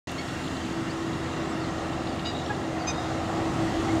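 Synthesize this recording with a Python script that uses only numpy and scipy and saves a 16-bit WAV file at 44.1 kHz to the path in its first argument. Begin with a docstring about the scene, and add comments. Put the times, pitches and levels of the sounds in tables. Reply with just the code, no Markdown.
"""Wading birds beside a shallow pond

Distant traffic rumbles and slowly swells, a bed of broadband noise with a wavering engine drone in it.
Wading birds give a few short nasal yelps, harmonic tones roughened by an irregular voice.
Small birds tick in bursts of noise and slip in thin, mostly falling whistles over a soft hiss of wind.
The calls echo from the far bank, and one tiny click sounds close by."""
import sys
import numpy as np
from scipy import signal
from scipy.fft import rfft, irfft, next_fast_len
from scipy.io import wavfile
from scipy.ndimage import uniform_filter1d, map_coordinates

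SR = 44100
rng = np.random.default_rng(int(sys.argv[2]) if len(sys.argv) > 2 else 0)


def wav_record(signal):
    """Record a signal, one row per channel, as 16-bit PCM in the file named by sys.argv[1]."""
    frames = np.transpose(np.atleast_2d(signal))
    bounded = np.clip(frames, -1, 1)
    # unit amplitude maps onto the largest positive 16-bit level
    quanta = np.round(bounded * 32767).astype(np.int16)
    wavfile.write(sys.argv[1], SR, quanta)


N = 176400


def amp(db):
    """Amplitude ratio of a level in decibels."""
    return 10 ** (np.asarray(db) / 20)


def unit(x):
    """Normalisation to an rms of 1."""
    return x / np.sqrt(np.mean(x ** 2) + 1e-20)


def curves(rows):
    """Linear interpolation: one value per sample for each column after the time."""
    times, *columns = np.transpose(rows)
    return [np.interp(np.arange(N) / SR, times, column) for column in columns]


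def wobble(rate):
    """Slow random modulation: a spline through `rate` Gaussian knots a second."""
    return map_coordinates(rng.standard_normal(4096), [np.arange(N) * rate / SR + 2], mode="wrap")


def filtered(x, response):
    """Zero-phase filtering: the spectrum is multiplied by a function of frequency."""
    size = next_fast_len(N + SR // 2)
    return irfft(rfft(x, size) * response(np.fft.rfftfreq(size, 1 / SR)), size)[:N]


def coloured(x, points):
    """Spectral shaping by (Hz, dB) points joined on a logarithmic frequency axis."""
    f, db = np.transpose(points)
    return filtered(x, lambda hz: amp(np.interp(np.log(hz + 1), np.log(f + 1), db)))


def rush(spectrum, patchy_db=0.0):
    """Coloured noise of rms 1, its gain modulated in random patches of time and frequency."""
    cells = signal.stft(rng.standard_normal(N), nperseg=1024)[2]
    patches = uniform_filter1d(rng.standard_normal(cells.shape), size=6, axis=0)
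    patches = unit(uniform_filter1d(patches, size=10, axis=1))
    noise = signal.istft(cells * amp(patchy_db * patches), nperseg=1024)[1][:N]
    return unit(coloured(noise, spectrum))


def tone(hz):
    """A sinusoid of rms 1 whose phase is the integral of its frequency."""
    return np.sqrt(2) * np.sin(2 * np.pi * (np.cumsum(hz) / SR + rng.random()))


def wind():
    """Broadband noise is heard as a soft hiss, two narrow bands of noise as faint whistling."""
    # Each row: frequency in Hz, relative spectral density in dB.
    hiss_spectrum = [(300, -12), (1000, 3), (1950, 0.5), (2400, -4), (2800, -2.5), (3300, -4), (4100, -6.5),
                     (5500, -10), (6500, -9), (7100, -8), (8500, -16), (11500, -28), (15700, -34)]
    # Each row: time in seconds, level in dB.
    hiss_levels = [(0.1, -39.5), (0.7, -41), (1.5, -43), (2.7, -43.5), (3.4, -41), (3.9, -39)]
    # Each row: centre in Hz, half width in Hz, initial level in dB.
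    whistling_bands = [(1897, 58, -51), (2762, 50, -51)]
    # Each row: time in seconds, gain of the lower band in dB.
    late_swell = [(3.5, 0), (3.85, 10), (4.0, 7)]

    def band(hz, width):
        return unit(filtered(rng.standard_normal(N), lambda f: 1 / (1 + ((f - hz) / width) ** 4)))

    hiss_db, swell_db = curves(hiss_levels) + curves(late_swell)
    lower, upper = [amp(db) * band(hz, width) for hz, width, db in whistling_bands]
    hiss = amp(hiss_db + 0.14 * wobble(6.5)) * rush(hiss_spectrum, patchy_db=1.73)
    fade = amp(-2.2 * np.arange(N) / SR)  # the bands sink 2.2 dB a second
    return hiss + fade * (amp(swell_db) * lower + upper)


def traffic():
    """Incoherent noises add in power: deep bass, low rumble and tyre roar, each slowly swelling."""
    # Each row: time in seconds, level in dB.
    bass_levels = [(0.1, -54), (1.4, -46.5), (2.6, -49.5), (3.1, -39.5), (3.6, -41), (4.0, -35.5)]
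    rumble_levels = [(0.1, -39), (0.5, -36), (0.9, -36), (1.4, -36), (2.0, -36), (2.5, -34.5), (3.0, -37),
                     (3.6, -31.5), (4.0, -32)]
    tyre_levels = [(0.1, -44), (0.8, -39.5), (1.3, -36.5), (2.2, -38), (3.1, -35.5), (3.9, -35)]
    # Each row: frequency in Hz, relative spectral density in dB.
    bass_spectrum = [(20, -34), (30, -14), (40, -13), (49, -13), (62, -10.5), (85, -5.5), (105, -1),
                     (135, -11), (250, -51), (1000, -120)]
    rumble_spectrum = [(20, -42), (40, -7), (49, -19), (62, -7.5), (94, -10), (130, -1.5), (170, -2),
                       (225, -2.5), (270, -2), (350, -6), (385, -5.5), (440, -12), (700, -29), (1500, -70),
                       (5000, -120)]
    tyre_spectrum = [(150, -27), (350, -3), (440, -8.5), (480, -0.5), (560, -4), (700, -2), (900, -6),
                     (1300, -4.5), (1520, -15.5), (1900, -11), (2400, -20.5), (4000, -21.5), (8000, -39),
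                     (15000, -68)]
    bass_db, rumble_db, tyre_db = curves(bass_levels) + curves(rumble_levels) + curves(tyre_levels)
    bass = amp(bass_db + 1.44 * wobble(9)) * rush(bass_spectrum, patchy_db=-1.5)
    rumble = amp(rumble_db + 0.43 * wobble(12)) * rush(rumble_spectrum)
    tyres = amp(tyre_db + 0.62 * wobble(5.85)) * rush(tyre_spectrum)
    return bass + rumble + tyres


def nearing_vehicle():
    """Level rises as distance shrinks: a hollow roar with two tones in it dips, then grows."""
    # Each row: time in seconds, level in dB.
    levels = [(0.1, -44), (1.2, -53.5), (1.8, -41), (2.7, -40), (3.2, -37), (4.0, -37)]
    # Each row: frequency in Hz, relative spectral density in dB.
    spectrum = [(100, -60), (400, -8.5), (560, -1), (640, 3), (720, 4.5), (830, 0), (900, -18),
                (1300, -43.5), (4000, -120)]
    # Each row: frequency in Hz, level in dB relative to the roar.
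    lines = [(712, -14.5), (779, -14.5)]
    roar = rush(spectrum, patchy_db=0.1)
    hum = sum(amp(db + 0.66 * wobble(5.9)) * tone(hz + 1.31 * wobble(8)) for hz, db in lines)
    return amp(curves(levels)[0]) * (roar + hum)


def engines():
    """A line spectrum: one strong drone and weaker tones waver on their way through the air."""
    # Each row: time in seconds, frequency in Hz, level in dB.
    drone_course = [(0.1, 327, -45), (0.55, 324.2, -42.5), (0.75, 329, -34), (0.92, 329, -38),
                    (1.1, 329, -34.5), (1.35, 328, -35), (1.6, 326, -35.5), (1.95, 327, -37.5),
                    (2.3, 328, -39.5), (2.42, 328, -45), (2.68, 323, -36.5), (2.96, 324.5, -38.5),
                    (3.05, 324.5, -36), (3.35, 326.5, -33.5), (3.58, 327, -32.5), (3.66, 327.3, -27.5),
                    (3.72, 327.3, -35), (3.78, 328, -29), (3.84, 328, -34), (3.91, 327, -28),
                    (4.0, 325, -31)]
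    # Each row: frequency in Hz, level in dB.
    weak_lines = [(82, -45.5), (107, -52), (130.5, -46), (167, -46.5), (262, -45), (373, -53),
                  (1244, -64.5), (1355, -55)]
    drone_hz, drone_db = curves(drone_course)
    drone = amp(drone_db + 1.4 * wobble(17)) * tone(drone_hz + 1.0 * wobble(16))
    hum = sum(amp(db + 1.6 * wobble(3.77)) * tone(hz + 2.527 * wobble(9)) for hz, db in weak_lines)
    return drone + hum


def bank_echoes(calls):
    """Reflection as convolution: smeared echoes from the far bank and a tail flutter in moving air."""
    # Each row: delay in seconds, gain in dB before colouring.
    reflections = [(0.03, -19), (0.098, -11.5), (0.125, -15), (0.16, -18)]
    # Each row: frequency in Hz, gain in dB.
    echo_colour = [(600, -12), (1700, -3), (2500, -11), (3300, -2), (3700, 10), (3900, -1), (4600, -11),
                   (4980, -3), (6200, -13), (10000, -20)]
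    t = np.arange(SR) / SR

    def burst(delay, t60):
        """Exponentially decaying noise of unit energy, falling 60 dB in t60 seconds."""
        decay = (t >= delay) * amp(-60 * np.abs(t - delay) / t60)
        return unit(rng.standard_normal(SR) * decay) / np.sqrt(SR)

    tail = amp(-11) * burst(delay=0.011, t60=0.65)
    impulse_response = tail + sum(amp(db) * burst(delay, t60=0.035) for delay, db in reflections)
    flutter = unit(1 + 0.4 * wobble(220))
    return coloured(signal.fftconvolve(calls, impulse_response)[:N], echo_colour) * flutter


def click():
    """A brief transient has a broad spectrum: one bright speck of sound close by."""
    # Each row: frequency in Hz, relative spectral density in dB.
    spectrum = [(3000, -20), (7000, -2), (10000, 0), (12500, -2), (15000, -12)]
    peak_s, decay_s = 0.118, 0.0006
    envelope = np.exp(-np.abs(np.arange(N) / SR - peak_s) / decay_s)
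    return amp(-41) * envelope * unit(coloured(rng.standard_normal(N), spectrum))


def ticks():
    """Short pulses of band-limited noise have no pitch: the dry chips of a small bird."""
    # Each row: start in seconds, level at the peak in dB.
    chips = [(0.093, -40), (0.305, -43), (0.439, -45), (0.476, -41), (0.565, -39), (0.647, -45),
             (1.131, -39.5), (1.644, -44), (1.782, -41), (1.931, -42.5), (2.07, -41), (2.193, -39.5),
             (2.366, -42), (2.395, -42), (2.46, -40.5), (2.483, -42), (2.547, -40)]
    # Each row: frequency in Hz, relative spectral density in dB.
    spectrum = [(1500, -49), (2900, 9.5), (3750, 13), (4500, 6), (6500, -28), (10000, -33)]
    rise_s = 0.0025
    envelope = np.zeros(N)
    for start, db in chips:
        age = np.maximum(np.arange(N) / SR - start, 0) / rise_s
        envelope += amp(db) * age * np.exp(1 - age)
    return envelope * unit(coloured(rng.standard_normal(N), spectrum))


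def whistles():
    """Frequency-modulated pure tones: far-off small birds glide through three pitches a note."""
    # Each row: start and length in seconds, first, middle and last pitch in Hz, level in dB.
    notes = [(0.275, 0.022, 5200, 4000, 3400, -46), (0.891, 0.032, 4300, 4600, 4940, -46),
             (1.491, 0.037, 8000, 7700, 7500, -52), (1.515, 0.035, 5600, 5300, 4840, -54),
             (1.598, 0.072, 4600, 4450, 3880, -52), (2.053, 0.1, 5420, 4800, 4270, -54),
             (2.362, 0.075, 7100, 6850, 6360, -55.5), (2.441, 0.044, 5450, 5520, 5450, -52),
             (2.797, 0.045, 4900, 4650, 4450, -49), (3.883, 0.037, 1850, 2120, 2060, -38)]
    warble, flutter_db = 0.03, 3
    out = np.zeros(N + SR)
    for start, length, first, middle, last, db in notes:
        n = int(length * SR)
        progress = np.linspace(0, 1, n)
        glide = np.polyval(np.polyfit([0, 0.5, 1], [first, middle, last], 2), progress)
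        pitch = glide * (1 + warble * wobble(720)[:n])
        envelope = np.sqrt(np.abs(np.sin(np.pi * progress)))
        gain = amp(db + flutter_db * wobble(273)[:n])
        out[round(start * SR):][:n] += gain * envelope * tone(pitch)
    return out[:N]


def yelps():
    """A nasal harmonic series arches in pitch; jitter and shimmer make it rasp as it starts or ends."""
    # Each row: start and length in seconds, top pitch in Hz, gain in dB, depth of the pitch bend,
    # rasp at the start and at the end from 0 to 1, relative levels of harmonics 1, 2, .. in dB.
    calls = [(0.173, 0.056, 1098, -40.5, 0.1, 0.7, 0.6, [-23, 1, -5, 0, -10, -9]),
             (2.246, 0.08, 964, -35.6, 0.14, 1.0, 0.4, [-30, -11, -5, 0, -3, -23, -15, -23]),
             (2.493, 0.041, 832, -24.8, 0.1, 0.1, 0.2, [-1.5, 0, -18]),
             (2.868, 0.056, 1244, -30.5, 0.07, 0.03, 0.45, [-14, -3, -9, -3, 1.5, -16, -33, -37, -37])]
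    attack_s, release_s = 0.017, 0.049
    arch_peak = 0.48  # fraction of the call at which the pitch tops out
    jitter, shimmer, rasp_per_s = 0.04, 0.65, 1100  # pitch and amplitude scatter at full rasp; its rate
    out = np.zeros(N + SR)
    for start, length, hz, db, bend, rasp_in, rasp_out, harmonics in calls:
        n = int(length * SR)
        t = np.arange(n) / SR
        progress = t / length
        rasp = np.interp(progress, [0.2, 0.4, 0.6], [rasp_in, 0, rasp_out])
        arch = 1 - bend * (progress - arch_peak) ** 2
        pitch = hz * (arch + jitter * rasp * wobble(rasp_per_s)[:n])
        envelope = np.clip(t / attack_s, 0, 1) * np.clip((length - t) / release_s, 0, 1) ** 0.85
        voice = sum(amp(level + 2.1 * wobble(129)[:n]) * tone(k * pitch)
                    for k, level in enumerate(harmonics, 1))
        roughness = unit(1 + shimmer * rasp * wobble(rasp_per_s)[:n])
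        out[round(start * SR):][:n] += amp(db) * envelope * voice * roughness
    return out[:N]


def scene():
    """Superposition: birds, their echoes and a click over traffic and wind, in one channel."""
    birds = yelps() + whistles() + ticks()
    foreground = birds + bank_echoes(birds) + click()
    background = traffic() + nearing_vehicle() + engines() + wind()
    return (foreground + background)[None]


def record(dry):
    """Gating and band limiting: a moment of silence first, and nothing above the cutoff."""
    onset_s, cutoff_hz = 0.072, 15720
    gated = dry[0] * (np.arange(N) / SR >= onset_s)
    return filtered(gated, lambda hz: hz < cutoff_hz)[None]


dry = scene()
out = record(dry)
wav_record(out)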